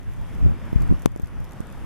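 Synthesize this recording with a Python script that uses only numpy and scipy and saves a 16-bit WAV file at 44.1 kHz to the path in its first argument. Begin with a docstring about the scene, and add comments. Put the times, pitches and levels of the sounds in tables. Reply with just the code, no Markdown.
"""A snowy yard in the wind, heard from a hand-held camera high above the trees.
Turbulence in the trees makes a steady rush, and icy flakes tick on the case by impact.
Over this, gusts buffet the two microphone ports in opposite phase and single eddies thump them.
A knock from handling overloads the microphone; the gain control ducks after peaks and creeps back."""
import sys
import numpy as np
from scipy import signal
from scipy.fft import rfft, irfft, next_fast_len
from scipy.io import wavfile
from scipy.ndimage import uniform_filter1d

SR = 44100
rng = np.random.default_rng(int(sys.argv[2]) if len(sys.argv) > 2 else 0)


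def to_wav(s):
    """Save 16-bit WAV."""
    ch = np.atleast_2d(s).T  # columns
    pcm = np.round(np.clip(ch, -1, 1) * 32767)  # PCM
    wavfile.write(sys.argv[1], SR, pcm.astype(np.int16))


N = 81585

# Spectrum of the wind in the trees: frequency_hz, relative_db
RUSH_SPECTRUM = [(15, -24), (28, 4.5), (70, -1.5), (160, -1), (280, -8.5), (400, -13.5), (800, -17),
                 (1300, -18.5), (2050, -24), (3600, -32), (4000, -40), (5200, -36), (7000, -40),
                 (8000, -41), (9500, -39.5), (13200, -42), (14300, -50), (15200, -71), (16500, -78)]
# Likeness of the rush in left and right: frequency_hz, correlation
RUSH_COHERENCE = [(60, 0.71), (400, 0.55), (1200, 0.74), (2000, 0.73), (3300, 0.51), (5500, 0.24),
                  (9000, 0.16), (15000, 0)]
# Envelope of the rush below the treble: time_s, level_db
RUSH_ENVELOPE = [(0, -43.5), (.15, -41.5), (.36, -37.5), (.47, -37.8), (.58, -39), (.75, -36.5),
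                 (.88, -37.5), (1.0, -40), (1.3, -38.5), (1.55, -38.5), (1.85, -38)]
# Envelope of the treble of the rush: time_s, level_db
HISS_ENVELOPE = [(0, -44.5), (.15, -41.5), (.37, -38), (.52, -41), (.75, -38.5), (.97, -39.5), (1.33, -40),
                 (1.6, -38.5), (1.85, -38.5)]
# Impacts of icy flakes on the case: start_s, relative_db, pan_db, pitch_hz
FLAKE_IMPACTS = [(.009, -52, -1, 11000), (.032, -49.5, -4, 12800), (.0963, -54, -2, 7500),
                 (.1135, -50, 1, 10500), (.120, -47, 0, 7200), (.128, -50, 0, 12500),
                 (.137, -45, -5, 10700), (.2135, -47, 0, 13000), (.3507, -48, -1, 13000),
                 (.6535, -49, 0, 12500), (.7297, -43, -7, 12300), (0.761, -44.5, 7, 11100),
                 (0.806, -44, 0, 7400), (0.8196, -38.5, -6, 12800), (.823, -39.5, 1, 4600),
                 (0.8755, -42, -4, 9500), (.995, -45, -4, 12800), (1.0208, -37, 0, 6440),
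                 (1.034, -48, -2, 13000), (1.065, -41, -5, 12100), (1.1185, -41.5, 3, 12600),
                 (1.1616, -37.5, -8, 7040), (1.175, -40, 6, 13000), (1.1978, -35, 6, 6460),
                 (1.2199, -36, 1, 12500), (1.226, -44, -3, 7000), (1.2456, -40, 0, 7200),
                 (1.259, -44, 0, 6000), (1.272, -38, -3, 10500), (1.282, -47, -3, 8800),
                 (1.403, -43, -6, 8450), (1.4442, -40.5, -1, 12900), (1.451, -41.5, 1, 5200),
                 (1.4925, -44, -1, 6000), (1.510, -39.5, -2, 6300), (1.5209, -39, -1, 12900),
                 (1.533, -41, -1, 10800), (1.6054, -37.5, -9, 13100), (1.6697, -41.5, 1, 8650),
                 (1.702, -46, -2, 8950), (1.7255, -42, 0, 11100)]
# Spectrum of a flake's tick: frequency_hz, relative_db
TICK_SPECTRUM = [(500, -12), (2000, -18), (4000, -15.5), (5600, -12.5), (7000, -9), (8000, -15),
                 (10500, -12), (13200, -11), (14500, -23), (16000, -37)]
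# Spectrum of the crack of the knocked case: frequency_hz, relative_db
CRACK_SPECTRUM = [(1500, -24), (4500, -10), (5800, -2), (8500, -6), (11000, -2.5), (13000, -2),
                  (15000, -22), (16500, -28)]
# Normal modes of the case: pitch_hz, level_db, decay_s
CASE_MODES = [(2630, -26.5, 0.0005), (3450, -25, 0.00065), (6900, -30, 0.00057)]
# Single eddies at the ports: centre_s, gain_db, decay_s, edge_s, pan_db
AIR_BUMPS = [(0.4272, -4, 0.0078, 0.002, -1.5), (0.451, -1, 0.0084, 0.002, 4.5),
             (0.4635, -1, 0.0025, 0.00098, -4), (0.73, -3, 0.0012, 0.00096, -2.5),
             (0.7604, 1, 0.0042, 0.0015, 6), (0.9135, -3, 0.0056, 0.0015, 3),
             (0.9247, 1, 0.0023, 0.00096, -2), (1.074, -8.5, 0.0026, 0.001, 4),
             (1.162, -7.5, 0.00082, 0.00048, -3), (1.1983, -10.5, 0.0013, 0.00045, 4),
             (1.234, -11.5, 0.0071, 0.0013, 5.5), (1.6052, -9, 0.0015, 0.00083, -4.5)]
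# Spectrum of the turbulence at the ports: frequency_hz, relative_db
EDDY_SPECTRUM = [(10, -32), (22, 2), (45, 1), (105, -2.5), (180, -10.5), (290, -17), (420, -26), (820, -57),
                 (1600, -81), (4000, -94)]
# Envelope of the buffeting: time_s, level_db
GUST_ENVELOPE = [(0.0, -36), (0.05, -39), (0.085, -24.5), (0.15, -35), (0.21, -24.5), (0.304, -36),
                 (0.395, -24.5), (0.422, -17.5), (0.468, -14), (0.52, -20.5), (0.584, -38), (0.659, -28.5),
                 (0.69, -38.5), (0.765, -27), (0.785, -23), (0.812, -15), (0.885, -26), (0.903, -10.5),
                 (0.928, -12.5), (0.983, -32.5), (1.06, -34), (1.12, -23), (1.16, -32), (1.2, -37),
                 (1.237, -21), (1.275, -38), (1.402, -21), (1.5, -42.5), (1.61, -41), (1.656, -44),
                 (1.74, -36), (1.85, -29.5)]


def amp(db):
    """Amplitude ratio for a level in decibels."""
    return 10 ** (np.asarray(db) / 20)


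def unit_rms(x):
    """Normalisation to unit mean power."""
    return x / np.sqrt(np.mean(x ** 2) + 1e-20)


def spectrum_at(points, hz):
    """Interpolation of a table on a logarithmic frequency axis."""
    table_hz, value = np.transpose(points)
    return np.interp(np.log(hz + 1), np.log(table_hz + 1), value)


def envelope(points):
    """Linear interpolation of a time table at every sample."""
    return np.interp(np.arange(N) / SR, *np.transpose(points))


def coloured(x, points):
    """Spectral shaping that conserves the power of white noise."""
    size = next_fast_len(N)
    response = unit_rms(amp(spectrum_at(points, np.fft.rfftfreq(size, 1 / SR))))
    return irfft(rfft(x, size) * response, size)[..., :N]


def highpass(x, hz, order=2, apply=signal.sosfilt):
    """Butterworth high-pass filtering."""
    return apply(signal.butter(order, hz, "high", fs=SR, output="sos"), x)


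def panned(db):
    """Stereo gains for a level difference, left minus right."""
    return amp([[db / 2], [-db / 2]])


def add(mix, start_s, sound):
    """Superposition of a stereo sound on the mix."""
    part = mix[:, max(round(start_s * SR), 0):][:, :sound.shape[1]]
    part += sound[:, :part.shape[1]]


def tree_rush(patch_db=1.1, hiss_hz=4200):
    """Turbulence in the trees radiates broadband noise; its diffuse treble has low coherence."""
    frames, hz = N // 256 + 5, np.fft.rfftfreq(1024, 1 / SR)
    left_re, left_im, other_re, other_im, patches = rng.standard_normal((frames, len(hz), 5)).T
    patches = uniform_filter1d(patches, size=12, axis=0)  # smooth over frequency
    patches = unit_rms(uniform_filter1d(patches, size=14, axis=1))  # and over time
    coherence = spectrum_at(RUSH_COHERENCE, hz)[:, None]
    left = left_re + 1j * left_im
    right = coherence * left + np.sqrt(1 - coherence ** 2) * (other_re + 1j * other_im)
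    spectra = np.array([left, right]) * amp(spectrum_at(RUSH_SPECTRUM, hz)[:, None] + patch_db * patches)
    noise = unit_rms(signal.istft(spectra, nperseg=1024, noverlap=768)[1][:, :N])
    hiss = highpass(noise, hiss_hz, order=4, apply=signal.sosfiltfilt)
    body = (noise - hiss) * amp(envelope(RUSH_ENVELOPE)) * panned(1.27)
    return body + hiss * amp(envelope(HISS_ENVELOPE)) * panned(-0.49)


def icy_flakes(rise_s=0.000067, tick_decay_s=0.00083, ping_decay_s=0.0013, fine_per_s=45):
    """Impact excitation: a flake shatters in a tick, and the struck spot rings as a damped resonator."""
    ticks, pings = np.zeros((2, 2, N))
    t = np.arange(SR // 100) / SR
    rise = 1 - np.exp(-t / rise_s)

    def tick(start_s, gain):
        """Brittle fracture gives a noise burst about a millisecond long."""
        add(ticks, start_s, gain * rng.standard_normal((2, len(t))) * rise * np.exp(-t / tick_decay_s))

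    for start_s, relative_db, pan_db, pitch_hz in FLAKE_IMPACTS:
        gain = amp(relative_db - 1.5) * panned(pan_db)
        tick(start_s, gain)
        ping = rise * np.exp(-t / ping_decay_s) * np.sin(2 * np.pi * pitch_hz * t)
        add(pings, start_s, gain * amp(-7) * ping)
        for delay_s in rng.random(size=2) * 0.007:  # two shards land just after the flake
            tick(start_s + delay_s, gain * amp(-11))
    for _ in range(int(fine_per_s * N / SR)):  # the smallest flakes fall at random
        start_s = rng.random() * N / SR
        relative_db = -53.5 - 3 * min(rng.exponential(), 3)
        tick(start_s, amp(relative_db) * panned(rng.normal(-2.6, 4.5)))
    return coloured(ticks, TICK_SPECTRUM) + pings


def pressure_pulse(centre_s, gain_db, decay_s, edge_s, pan_db, lag_s):
    """A bipolar pulse builds, flips and dies away; the right port gets it inverted and lag_s later."""
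    t = np.arange(N) / SR - centre_s - np.array([[0], [lag_s]])
    pulse = np.tanh(t / edge_s) * np.exp(-abs(t) / decay_s)
    return amp(gain_db) * panned(pan_db) * pulse * [[1], [-1]]


def handling_knock(centre_s=1.0594, crack_lead_s=0.00032, crack_width_s=0.00056):
    """An impulsive force pushes on the ports; the case gives with a crack and rings in its modes."""
    thud = pressure_pulse(centre_s, gain_db=4.5, decay_s=0.00094, edge_s=0.00033, pan_db=6.5, lag_s=7e-5)
    t = np.arange(N) / SR - centre_s + crack_lead_s
    burst = np.exp(-(t / crack_width_s) ** 2) * rng.standard_normal((2, N))
    crack = amp(-25.5) * coloured(burst, CRACK_SPECTRUM)
    age_s = np.maximum(t, 0)
    ring = sum(amp(level_db) * np.exp(-age_s / decay_s) * np.sin(2 * np.pi * pitch_hz * age_s)
               for pitch_hz, level_db, decay_s in CASE_MODES)
    return highpass(thud, hz=65) + panned(14) * (crack + ring)


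def air_bumps():
    """Single large eddies thump the microphone with pressure transients."""
    return highpass(sum(pressure_pulse(*bump, lag_s=0.000089) for bump in AIR_BUMPS), hz=47.4)


def gust_buffeting(bright_hz=184, bright_db_per_db=2.5, neutral_db=-12.5, steady_s=0.016, own_gain=0.26):
    """Turbulent pressure drives the ports in antiphase; stronger gusts carry smaller, brighter eddies."""
    level_db = envelope(GUST_ENVELOPE)
    eddies = coloured(rng.standard_normal((3, N)), EDDY_SPECTRUM)
    small_eddies = highpass(eddies, bright_hz, order=1, apply=signal.sosfiltfilt)
    eddies = eddies + small_eddies * (amp(bright_db_per_db * (level_db - neutral_db)) - 1)
    window = signal.windows.hann(int(2 * steady_s * SR))
    power = signal.fftconvolve(eddies ** 2, window[None] / window.sum(), "same", axes=1)
    shared, left, right = eddies / np.sqrt(abs(power) + 1e-9)  # steadied, so the envelope sets the level
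    ports = np.array([shared + own_gain * left, -shared + own_gain * right])
    return amp(level_db) * ports * panned(0.43)


def scene():
    """The pressures of the distant wind and of all that touches the camera add linearly."""
    return tree_rush() + gust_buffeting() + air_bumps() + handling_knock() + icy_flakes()


def record(dry, sense_hz=572, threshold_db=-23.5, slope=0.63, recover_s=0.36, band_limit_hz=16450):
    """Saturation, then gain control with fast attack and slow release, then a band limit."""
    clipped = np.clip(dry, -1, 1)
    sensed = highpass(clipped, sense_hz)
    power = signal.lfilter(np.ones(128) / 128, 1, (sensed ** 2).mean(0))
    reduction_db = slope * np.maximum(10 * np.log10(abs(power) + 1e-12) - threshold_db, 0)
    release = np.exp(np.arange(N) / SR / recover_s)
    held_db = np.maximum.accumulate(reduction_db * release) / release  # each peak decays exponentially
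    duck_db = signal.lfilter(np.ones(400) / 400, 1, held_db)
    lowpass = signal.firwin(511, band_limit_hz, window=("kaiser", 9), fs=SR)
    return signal.oaconvolve(clipped * amp(-duck_db), lowpass[None], "same")


dry = scene()
out = record(dry)
to_wav(out)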